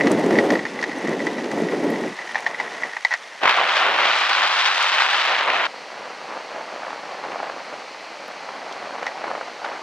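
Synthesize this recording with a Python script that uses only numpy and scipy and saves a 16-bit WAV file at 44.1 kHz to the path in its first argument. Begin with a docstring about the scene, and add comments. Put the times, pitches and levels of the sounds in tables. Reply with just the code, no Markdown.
"""An electric skateboard rolls over asphalt, its rider holding a camera at arm's length. At first the wheels
roar as shaped noise, a loose hard part rings at the bumps, bright snaps crack, and slow noise buffets the
microphone. At 3.4 s the camera has swung forward and the headwind, noise read faster or slower with the air
speed, tears across its grille. At 5.67 s the scene cuts to a smoother street: fluttering noise makes light
gusts over the hiss of the wheels, with a few late knocks and bright snaps."""
import sys
import numpy as np
from scipy import signal
from scipy.fft import rfft, irfft
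from scipy.io import wavfile
from scipy.ndimage import uniform_filter1d, map_coordinates

SR = 44100
rng = np.random.default_rng(int(sys.argv[2]) if len(sys.argv) > 2 else 0)


def transcribe(u):
    """Save the signal u as a 16-bit wav file named by the first command-line argument.

    u: samples, shape (n,) or (channels, n), limited to [-1, 1]; the rate is SR.
    q: integer samples, one column per channel.
    """
    v = np.clip(np.atleast_2d(u).T, -1, 1)
    q = np.round(v * 32767).astype(np.int16)
    wavfile.write(sys.argv[1], SR, q)


N = 433062
T = np.arange(N) / SR
CUT_S = 5.67
OPPOSITE = np.array([[1], [-1]])  # a signal with opposite signs at the left and right port

# All levels in dB are relative: each layer is trimmed again in the mix.

# Roar of the wheels on the coarse street. Each row: time in seconds, level in dB.
ROLL = [(0, -29), (.6, -40), (1.0, -35.5), (2.2, -36.5), (2.55, -34.5), (2.74, -33), (2.86, -32),
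        (2.9, -36), (3.03, -39.5), (3.3, -42.5), (5.67, -60)]
# Spectrum of that roar. Each row: frequency in Hz, density in dB per Hz.
ROLL_COLOUR = [(40, -43), (90, -34), (160, -11.5), (330, -4.5), (600, 1), (900, 3), (1200, -2),
               (1600, -5.5), (1950, 4), (2500, -15.5), (4000, -21.5), (8000, -38), (15000, -55)]
# The rumble swells and sinks with the roar: dB of bass for each dB of roar away from the pivot.
RUMBLE_FOLLOWS, RUMBLE_PIVOT_DB, RUMBLE_HZ = 0.73, -38, 460
# The rumble ducks while the camera swings round.
LULL_S, LULL_WIDTH_S, LULL_DB = 3.02, 0.17, -6
# Hiss of the wheels on the coarse and the smooth street. Each row: frequency in Hz, density in dB per Hz.
COARSE_HISS = [(100, -51), (900, -0.5), (2000, 8.5), (3000, 3.5), (4400, -1), (6200, -3), (7500, -11.5),
               (9500, -15.5), (11500, -25), (15000, -54)]
SMOOTH_HISS = [(100, -21), (1000, -9.5), (2000, 8.5), (2900, 3.5), (3600, -1.5), (4350, 3.5), (5100, -2.5),
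               (6100, -5), (7200, -13), (9500, -21), (11000, -29), (15000, -41)]
# The coarse hiss follows the roar a little: dB for each dB of roar away from the pivot.
HISS_FOLLOWS, HISS_PIVOT_DB = 0.15, -36.5

# Hardest knocks of the loose part. Each row: start in seconds, level in dB, centre pitch of the ring in Hz,
# crack over the ring in dB.
KNOCKS = [(0.0084, -9, 1969, -2), (0.07, -12, 1940, 5), (0.3069, -18, 1930, 5), (0.3277, -20, 1957, 2),
          (0.3536, -17, 1950, 0), (0.363, -17, 1950, -2), (0.3859, -4.5, 1901, -1), (0.503, -11, 1864, 3.5),
          (0.534, -17, 1950, 0), (0.5527, -12, 1939, -1), (0.5906, -17.5, 1953, 0), (0.652, -15, 1920, 0.5),
          (0.663, -22, 1953, -3), (0.7894, -19.5, 1950, -2), (0.811, -24, 1950, 0), (0.826, -13.5, 1902, 3),
          (0.8384, -14, 1940, 3), (0.9139, -23, 1950, 0), (1.0528, -23, 1950, -3), (1.07, -21, 1950, -3),
          (1.082, -20, 1945, -3), (1.1282, -19.5, 1950, -2), (1.202, -21, 1980, 0), (1.2676, -12, 1973, 0),
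          (1.3816, -23, 1947, 2), (1.513, -22, 1954, 5), (1.6854, -20, 1944, 0), (1.9368, -21, 1950, 0),
          (1.9572, -22, 1950, 3), (2.0354, -22, 1950, -2), (2.1881, -19.5, 1950, -1),
          (2.31, -24.5, 1950, 0), (2.345, -18, 1950, 4), (2.3545, -11.5, 1938, -1.5), (2.36, -17, 1942, -4),
          (2.4635, -8, 1922, -2.5), (2.469, -24, 1913, 5), (2.509, -27, 1947, -2), (2.5445, -19, 1948, -4),
          (2.589, -23, 1952, 2), (2.5991, -12, 1960, 1), (2.8333, -12, 1918, -3), (2.9328, -23, 1934, 3),
          (2.9664, -17, 1917, 2), (3.0486, -4, 1962, -4.5), (3.107, -19, 1947, 0),
          (3.1142, -13.5, 1902, -2), (3.119, -16, 1946, -5), (3.1258, -14, 1944, -3),
          (3.1377, -9.5, 1888, 0.5), (3.148, -21, 1951, -8), (9.028, -28, 1954, 11),
          (9.0657, -17.5, 1977, 6), (9.0763, -21, 1982, 0), (9.647, -32, 1951, 10)]
# Modes of the ring. Each row: multiple of the mean knock pitch, level in dB, t60 in seconds.
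RATTLE_MODES = [(1, 1, 0.015), (1.075, -11, 0.017), (0.972, -23, 0.1), (0.43, -15, 0.009)]
# Spectrum of the crack at contact. Each row: frequency in Hz, density in dB per Hz.
CRACK_COLOUR = [(100, -50), (350, -25), (600, 0.5), (850, 10), (1200, 3.5), (2000, 9.5), (3000, -4),
                (4500, -6.5), (6300, -12), (7500, -25), (11000, -39), (15000, -54)]
# Lighter clacks come at random, louder where the wheels roar more.
CLACKS_PER_S, CLACK_OVER_ROLL_DB = 18, 7

# Loudest bright snaps: some sharpen the crack of the hardest knocks of the loose part, others are stones under
# the wheels. Each row: start in seconds, level in dB, centre frequency in Hz.
SNAPS = [(.0705, -28, 5000), (.116, -22.5, 7400), (.241, -31, 5330), (.507, -26, 5030), (.814, -31, 4770),
         (.830, -27, 4800), (1.075, -31, 5890), (1.092, -34, 5920), (1.267, -31, 4230), (1.443, -32, 3920),
         (1.515, -33, 6200), (1.902, -39, 11000), (1.959, -36, 3090), (3.0487, -17, 3900),
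         (3.1375, -22, 4660), (6.903, -36, 3300), (8.280, -46, 11000), (8.7245, -26.5, 3900),
         (9.065, -28, 4170), (9.648, -31, 3800)]

# Low buffeting behind the rider's body. Each row: time in seconds, strength in dB.
BUFFET = [(0.0, -20), (0.12, -17), (0.2, -22), (0.3, -20), (0.33, -16.5), (0.39, -17), (0.47, -19),
          (0.54, -17), (0.6, -27.5), (0.7, -33.5), (0.77, -33), (0.82, -33.5), (1.03, -30), (1.09, -22.5),
          (1.17, -27), (1.23, -26), (1.43, -29.5), (1.58, -23), (1.63, -24.5), (1.68, -28), (1.74, -23),
          (1.79, -27), (1.87, -20.5), (1.94, -23), (1.98, -27.5), (2.03, -24.5), (2.08, -25.5), (2.15, -43)]
# Spectrum of the buffeting. Each row: frequency in Hz, density in dB per Hz.
BUFFET_COLOUR = [(30, -49), (60, -43), (100, -21.5), (170, -4.5), (265, 2), (450, -1.5), (650, -7),
                 (900, -13), (1300, -23.5), (2500, -29), (6000, -42), (10000, -48), (15000, -63)]
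# Harder buffets reach deeper: dB of bass for each dB of strength away from the pivot.
DEEPENING, DEEP_PIVOT_DB, DEEP_HZ = 0.34, -11, 170
# Heaviest thumps of air. Each row: start in seconds, peak level in dB, t60 in seconds.
THUMPS = [(.241, -14, .02), (.259, -10, 0.042), (.289, -12, .015), (.308, -9, .04), (.377, -9, 0.044),
          (.435, -12, .025), (.521, -8, .03), (1.145, -21, .03), (1.534, -18, .05), (1.602, -13.5, .05),
          (1.645, -13, 0.037), (1.841, -17, .06)]

# Small eddies at the ports on the coarse street. Each row: frequency in Hz, density in dB per Hz.
SWIRL_COLOUR = [(100, -23), (230, -21), (400, -10), (620, 12), (900, 3), (1400, -14), (2500, -48),
                (8000, -59)]
# Strength of these eddies against the buffeting and the wheels.
SWIRL_UNDER_BUFFET_DB, SWIRL_UNDER_ROLL_DB = -51, -27

# Headwind. Each row: time in seconds, air speed before its wobble as a share of a reference speed,
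# lag of the right port in samples of air travel.
AIRFLOW = [(3.4, 0.78, 1.5), (3.46, 0.8, 2), (3.5, 0.87, 2), (3.62, 0.76, 0.94), (3.71, 0.84, 1.3),
           (3.78, 0.9, 1.4), (3.87, 0.79, 1.4), (4.11, 0.85, 1.7), (4.18, 0.94, 1.4), (4.47, 0.95, 2.49),
           (4.78, 0.99, 2.33), (5.1, 0.93, 2.15), (5.4, 0.82, 1), (5.67, 0.78, 1.81)]
# The air speed is unsteady: rms share of the speed, changes a second.
SPEED_WOBBLE, WOBBLES_PER_S = .02, 28
# Spectrum of the headwind at the reference speed. Each row: frequency in Hz, density in dB per Hz.
RUSH_COLOUR = [(30, -46), (90, -46), (180, -31), (300, -21), (500, -10.5), (850, 1.5), (1400, 3), (2600, 0),
               (3800, -3.5), (5200, -12.5), (7500, -26.5), (10000, -40), (15000, -63)]
# The headwind sets in as the camera swings round, overshoots, then follows the air speed.
RUSH_START_S, RUSH_ATTACK_S = 3.403, .045
RUSH_DB, RUSH_DB_PER_SPEED = -17.5, 3.5
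SURGE_S, SURGE_WIDTH_S, SURGE_DB = 3.497, 0.027, 4.5
# It eases off as the camera turns aside.
EASE_START_S, EASE_DB_PER_S = 4.94, 3
# Its treble opens later than its body: dB at the start, time constant in seconds.
OPENING_DB, OPENING_S = -6.5, 0.06
# Spectrum of the tiny cracks on the grille. Each row: frequency in Hz, density in dB per Hz.
CRACKLE_COLOUR = [(300, -35), (1500, -9), (3500, 1), (5500, -5), (8000, -11), (11000, -27), (15000, -33)]
# The cracks are louder in faster air: dB for a rise in speed of one reference speed.
CRACKLE_DB_PER_SPEED = 25
# Sharpest puffs on the grille, on both streets. Each row: start in seconds, peak level in dB, t60 in seconds.
PUFFS = [(3.433, -12, 0.042), (3.455, -10.5, 0.057), (3.492, -9.5, 0.033), (3.541, -14, .025),
         (3.58, -25, .02), (3.76, -18, .14), (3.865, -14, 0.032), (4.055, -15, 0.034), (6.335, -28, .04),
         (6.581, -28, .04), (6.619, -36, .03), (6.832, -29, .04), (6.848, -28, .03), (6.968, -31, .04),
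         (7.238, -25, .05), (7.258, -33, .04), (7.316, -24, .05), (7.389, -25, .03), (7.4, -28, .04),
         (7.428, -20.5, 0.041), (7.496, -20, 0.027), (7.519, -29, .04), (8.488, -27, 0.028),
         (8.856, -28, 0.033), (9.027, -22, 0.027), (9.057, -26, 0.023), (9.065, -25, 0.025),
         (9.239, -23, .06), (9.277, -22, .03), (9.313, -20, .025), (9.35, -18.5, 0.027), (9.41, -21.5, .04),
         (9.644, -19.5, 0.033), (9.661, -21, .02), (9.686, -25, .025)]

# Light gusts on the smooth street. Each row: time in seconds, strength in dB.
GUSTS = [(5.7, -51), (5.95, -40.5), (6.12, -37.5), (6.19, -41.5), (6.3, -35), (6.36, -35.5), (6.45, -41),
         (6.57, -33.5), (6.64, -38), (6.78, -35.5), (6.85, -35.5), (6.92, -34), (7.0, -38.5), (7.12, -35.5),
         (7.2, -37), (7.32, -33), (7.36, -34.5), (7.42, -33), (7.53, -38.5), (7.6, -34.5), (7.65, -40),
         (7.7, -34.5), (7.9, -47), (8.4, -41), (8.7, -36), (8.9, -35), (8.98, -34), (9.07, -31.5),
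         (9.12, -36.5), (9.19, -35.5), (9.27, -29), (9.36, -34.5), (9.47, -37.5), (9.55, -42.5),
         (9.66, -32), (9.75, -34), (9.82, -42)]
# Spectrum of the gusts. Each row: frequency in Hz, density in dB per Hz.
GUST_COLOUR = [(40, -61), (90, -32), (160, -12.5), (270, -5.5), (400, -3), (550, 3.5), (800, 4),
               (1200, -1.5), (1600, -6), (2100, -11.5), (3000, -21), (4500, -34), (9000, -47.5),
               (15000, -81)]
BREEZE_DB = -38  # a steady breeze under the gusts
# Tearing adds brightness with strength; at TEAR_DB it doubles the part above TEAR_HZ.
TEAR_DB, TEAR_HZ = -27.5, 1300

TOP_HZ = 15700


def undb(db):
    """Decibels to gain."""
    return 10 ** (np.asarray(db) / 20)


def unit(x):
    """Scale to rms 1."""
    return x / np.sqrt(np.mean(x ** 2))


def curve(rows):
    """Each column of a table, joined by straight lines in time."""
    s, *columns = np.transpose(rows)
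    return [np.interp(T, s, c) for c in columns]


def colour(x, points, size=8192):
    """Causal minimum-phase filter with a (Hz, dB) response that keeps the power of white noise."""
    hz, db = np.transpose(points)
    f = np.maximum(np.fft.rfftfreq(size, 1 / SR), 1)
    gain = unit(undb(np.interp(np.log(f), np.log(hz), db)))
    cepstrum = irfft(np.log(gain), size)
    # folding the cepstrum forward in time makes the filter causal
    cepstrum[1:size // 2] *= 2
    cepstrum[size // 2 + 1:] = 0
    response = irfft(np.exp(rfft(cepstrum)), size)[:size // 2]
    return signal.oaconvolve(x, response[None], axes=1)[:, :N]


def lows(x, hz):
    """The part of x below hz, without phase shift, so that x minus it is the rest."""
    return signal.sosfiltfilt(signal.butter(2, min(hz, SR * .45), fs=SR, output="sos"), x)


def tilt_lows(x, db, hz):
    """Raise or cut the part of x below hz by a moving number of dB."""
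    return x + (undb(db) - 1) * lows(x, hz)


def ports(split_hz, own=1, order=2):
    """Broad noise at two close ports: shared in the bass, less alike above split_hz; own scales the difference."""
    mid, side = rng.standard_normal((2, N))
    high_pass = signal.butter(order, min(split_hz, SR * .45), "high", fs=SR, output="sos")
    side = own * signal.sosfilt(high_pass, side)
    return np.array([mid + side, mid - side])


def walk(rate):
    """Random levels, rate of them a second, joined by slopes; rms 1."""
    k = max(int(SR / rate), 1)
    steps = np.repeat(rng.standard_normal(N)[:N // k + 1], k)
    return unit(uniform_filter1d(steps, k)[:N])


def eddies(slow_rate, slow_db, fast_rate, fast_db):
    """Turbulence: large eddies swell the level, small ones make it flutter within a soft limit."""
    return unit(undb(slow_db * walk(slow_rate) + fast_db * 2 * np.tanh(walk(fast_rate) / 2)))


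def wander(x, share, rate):
    """Eddies differ in size, so the pitch of their noise strays up and down by an rms share."""
    stray = uniform_filter1d(walk(rate), int(SR / rate))
    stray = stray * share / np.std(np.diff(stray))
    moments = np.arange(N) + stray
    return np.array([map_coordinates(port, [moments], order=3, mode="mirror") for port in x])


def strikes(rows):
    """One impulse for each (s, dB) row."""
    s, db = np.transpose(rows)
    return np.bincount(np.clip(s * SR, 0, N - 1).astype(int), undb(db), N)


def sparse(rate, scatter_db):
    """Impulses of uneven size at random moments, on average rate of them a second."""
    sizes = undb(scatter_db * np.clip(rng.standard_normal(N), -2, 2))
    return (rng.random(N) < rate / SR) * sizes


def ring(x, shape):
    """Every impulse in x starts one copy of shape."""
    return signal.oaconvolve(x, shape)[:N]


def fade(rise_s, t60):
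    """A soft rise and an exponential fall, peak 1."""
    t = T[:SR // 6]
    shape = (1 - np.exp(-(t / rise_s) ** 2)) * np.exp(-np.log(1000) * t / t60)
    return shape / shape.max()


def bursts(rows):
    """Level of short bursts of air pressure with a steep front, one for each (s, dB, t60) row."""
    out = np.zeros(N + SR)
    for s, db, t60 in rows:
        shape = undb(db) * fade(rise_s=0.00079, t60=t60)
        start = int(s * SR)
        out[start:start + len(shape)] += shape
    return out[:N]


def wheels(first_street):
    """Hard wheels roar on the stones of the asphalt, deeper when louder, with a finer hiss above."""
    db = curve(ROLL)[0]
    roar = colour(ports(split_hz=45000), ROLL_COLOUR) * undb(db)
    roar *= eddies(slow_rate=22, slow_db=1.56, fast_rate=300, fast_db=1.5)
    lull_db = LULL_DB * np.exp(-((T - LULL_S) / LULL_WIDTH_S) ** 2)
    roar = tilt_lows(roar, RUMBLE_FOLLOWS * (db - RUMBLE_PIVOT_DB) + lull_db, RUMBLE_HZ)
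    stones = eddies(slow_rate=24, slow_db=-0.3, fast_rate=330, fast_db=2.0)
    coarse = undb(-40.0) * colour(ports(split_hz=13900, own=5.4, order=3) * stones, COARSE_HISS)
    coarse = coarse * undb(HISS_FOLLOWS * (db - HISS_PIVOT_DB))
    smooth = undb(-41.0) * colour(ports(split_hz=11300, own=1.7, order=3), SMOOTH_HISS)
    return first_street * (roar + coarse) + (1 - first_street) * smooth


def rattle(first_street, rebound_db=-14, detune_hz=40, lead_rad=0.0077, tick_db=-4):
    """Bumps knock a loose part, which rebounds twice; the coarse road keeps it chattering and ticking."""
    s, db, hz, crack_db = np.transpose(KNOCKS)
    chance = rng.random((len(s), 2)).T
    first = strikes(np.c_[s + .004 + .003 * chance[0], db + rebound_db])
    second = strikes(np.c_[s + .009 + .012 * chance[1], db + rebound_db - 3])
    shaking = undb(curve(ROLL)[0]) * first_street
    chatter = undb(-3.0) * sparse(rate=110, scatter_db=6.0)
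    clacks = undb(CLACK_OVER_ROLL_DB) * sparse(rate=CLACKS_PER_S, scatter_db=3.5)
    chatter = (chatter + clacks) * shaking
    blows = undb(2.0) * (strikes(np.c_[s, db]) + first + second) + chatter

    # the part seats differently at each blow, which shifts its pitch
    latest_knock = np.maximum(np.searchsorted(s, T, side="right") - 1, 0)
    pitch = hz[latest_knock] + detune_hz * walk(rate=60)
    turns = np.exp(2j * np.pi * np.cumsum(pitch - hz.mean()) / SR)
    body = 0
    for ratio, gain_db, t60 in RATTLE_MODES:
        tone = np.exp(2j * np.pi * ratio * hz.mean() * T[:SR // 6])
        body = body + undb(gain_db) * fade(rise_s=0.003, t60=t60) * tone
    arrival = np.exp(1j * lead_rad * OPPOSITE)  # the ring reaches one port a little sooner
    ringing = np.imag(ring(blows, body) * turns * arrival)

    # square blows crack; glancing ones only tick, without a ring
    ticks = undb(tick_db) * sparse(rate=35, scatter_db=10.0) * shaking
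    contacts = undb(2.0) * (strikes(np.c_[s, db + crack_db]) + first + second) + chatter + ticks
    crack = ring(contacts, fade(rise_s=0.00075, t60=0.029)) * ports(split_hz=25000, order=2)
    return undb(-3.5) * ringing + undb(-12) * colour(crack, CRACK_COLOUR)


def bright_snaps(count=110, fine_db=-45, width=0.5):
    """Bright snaps as short noise bands: the loudest sharpen hard knocks or come from stones under the wheels;
    finer grit is strewn over the first 2.5 s."""
    when, size, pitch = rng.random((count, 3)).T
    fine = np.c_[2.5 * when, fine_db + 10 * size ** 4, 4200 + 3200 * pitch]
    out = np.zeros((2, N + SR // 6))
    shape = fade(rise_s=0.00027, t60=0.02)[:SR // 25]
    for s, db, hz in np.vstack([SNAPS, fine]):
        # width is the natural log of the ratio of the band edges
        edges = np.minimum(hz * np.exp(np.array([-width, width]) / 2), [SR * .4, SR * .45])
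        band = signal.butter(2, edges, "band", fs=SR)
        mid, side = unit(signal.lfilter(*band, rng.standard_normal((2, len(shape)))))
        snap = mid + (hz / 11000) ** 2 * side * OPPOSITE  # higher snaps differ more between the ports
        start = int(s * SR)
        out[:, start:start + len(shape)] += undb(db - 3.5) * shape * snap
    return out[:, :N]


def buffet():
    """Slow, heavy eddies thump on the microphone, deeper when harder, and die away as the air turns."""
    db = curve(BUFFET)[0]
    strength = undb(db) * np.interp(T, [2.1, 2.2], [1, 0])
    turbulence = eddies(slow_rate=50, slow_db=0.5, fast_rate=210, fast_db=1.6)
    push = np.hypot(strength * turbulence, undb(-3.5) * bursts(THUMPS))
    thumps = colour(ports(split_hz=25000) * push, BUFFET_COLOUR)
    thumps = wander(thumps, share=.06, rate=25)
    return undb(0.74) * tilt_lows(thumps, DEEPENING * (db - DEEP_PIVOT_DB), DEEP_HZ)


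def swirl(first_street):
    """The passing air leaves small eddies that push the two ports against each other."""
    from_buffet = undb(curve(BUFFET)[0] + SWIRL_UNDER_BUFFET_DB)
    from_wheels = undb(curve(ROLL)[0] + SWIRL_UNDER_ROLL_DB)
    strength = np.hypot(from_buffet, from_wheels)
    air = rng.standard_normal(N) * eddies(slow_rate=20, slow_db=-1.5, fast_rate=300, fast_db=11.0)
    return colour(air * strength * OPPOSITE, SWIRL_COLOUR) * first_street


def rush_db(speed):
    """Level of the headwind: it follows the air speed, with a surge at first and an easing at the end."""
    surge = SURGE_DB * np.exp(-((T - SURGE_S) / SURGE_WIDTH_S) ** 2)
    easing = EASE_DB_PER_S * np.maximum(T - EASE_START_S, 0)
    return RUSH_DB + RUSH_DB_PER_SPEED * (speed - 1) + surge - easing


def crackle(crackle_db=-30):
    """The smallest eddies break on the grille as tiny bright cracks."""
    snaps = ring(sparse(rate=140, scatter_db=8), fade(rise_s=.0003, t60=.008))
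    return undb(crackle_db) * unit(colour(snaps * ports(split_hz=5000, order=1), CRACKLE_COLOUR))


def headwind(first_street, thinning_db=-30):
    """Air tears across the grille; the faster it flows, the higher and thinner it sounds."""
    speed, lag = curve(AIRFLOW)
    speed = speed * (1 + SPEED_WOBBLE * walk(WOBBLES_PER_S))
    travel = np.cumsum(speed)  # distance that the air has moved, in samples
    air = ports(split_hz=5200, own=0.69, order=1)
    grain = eddies(slow_rate=200, slow_db=0.8, fast_rate=900, fast_db=2.4)
    left, right = colour(air * grain, RUSH_COLOUR)
    # each eddy reaches the left port first, and is a little brighter there
    left = map_coordinates(left, [travel], order=3, mode="mirror")
    right = map_coordinates(right, [travel - lag], order=3, mode="mirror")
    left = left + undb(-3.5) * (left - uniform_filter1d(left, size=5))
    rush = tilt_lows(np.array([left, right]), thinning_db * (speed - 0.8978), hz=610)
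    # large and small eddies come and go separately, so the colour keeps shifting
    body = lows(rush, hz=1920)
    rush = body * undb(.7 * walk(rate=30)) + (rush - body) * undb(1.1 * walk(rate=45))
    rush = rush + crackle() * undb(CRACKLE_DB_PER_SPEED * (speed - 0.8))
    opening_db = OPENING_DB * np.exp(-np.maximum(T - RUSH_START_S, 0) / OPENING_S)
    rush = rush + (undb(opening_db) - 1) * (rush - lows(rush, hz=2500))
    # slow pressure swings push on both ports, partly alike
    rush = rush + undb(-49.0) * unit(lows(ports(split_hz=15, own=0.51), hz=130))
    attack = np.clip((T - RUSH_START_S) / RUSH_ATTACK_S, 0, 1)
    level = np.hypot(attack * undb(rush_db(speed)), bursts(PUFFS))
    return undb(-.5) * rush * level * first_street


def gusts(first_street):
    """Light gusts flutter on the grille and break into short, thin puffs; the stronger ones are brighter."""
    strength = np.hypot(undb(curve(GUSTS)[0] + 1), undb(BREEZE_DB))
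    flutter = strength * eddies(slow_rate=76, slow_db=0.2, fast_rate=550, fast_db=3.7)
    # stronger gusts stir each port separately
    air = ports(split_hz=12000) + undb(15.5) * strength * rng.standard_normal((2, N))
    puffs = colour(ports(split_hz=7200) * bursts(PUFFS), GUST_COLOUR)
    thin_puffs = puffs - lows(puffs, hz=430)
    gust = colour(air * flutter, GUST_COLOUR) + undb(-0.5) * thin_puffs
    tearing = strength / undb(TEAR_DB) * (gust - lows(gust, hz=TEAR_HZ))
    return undb(-1.12) * (gust + tearing) * (1 - first_street)


def scene():
    """Two stretches of street, joined by a cut."""
    first_street = np.clip((CUT_S - T) / .004 + .5, 0, 1)
    board = wheels(first_street) + rattle(first_street) + bright_snaps()
    return board + buffet() + swirl(first_street) + headwind(first_street) + gusts(first_street)


def record(dry):
    """The camera rounds the very highest peaks and cuts the top."""
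    rounded = dry / (1 + (dry / .9) ** 6) ** (1 / 6)
    return signal.sosfilt(signal.ellip(10, .2, 80, TOP_HZ, fs=SR, output="sos"), rounded)


dry = scene()
out = record(dry)
transcribe(out)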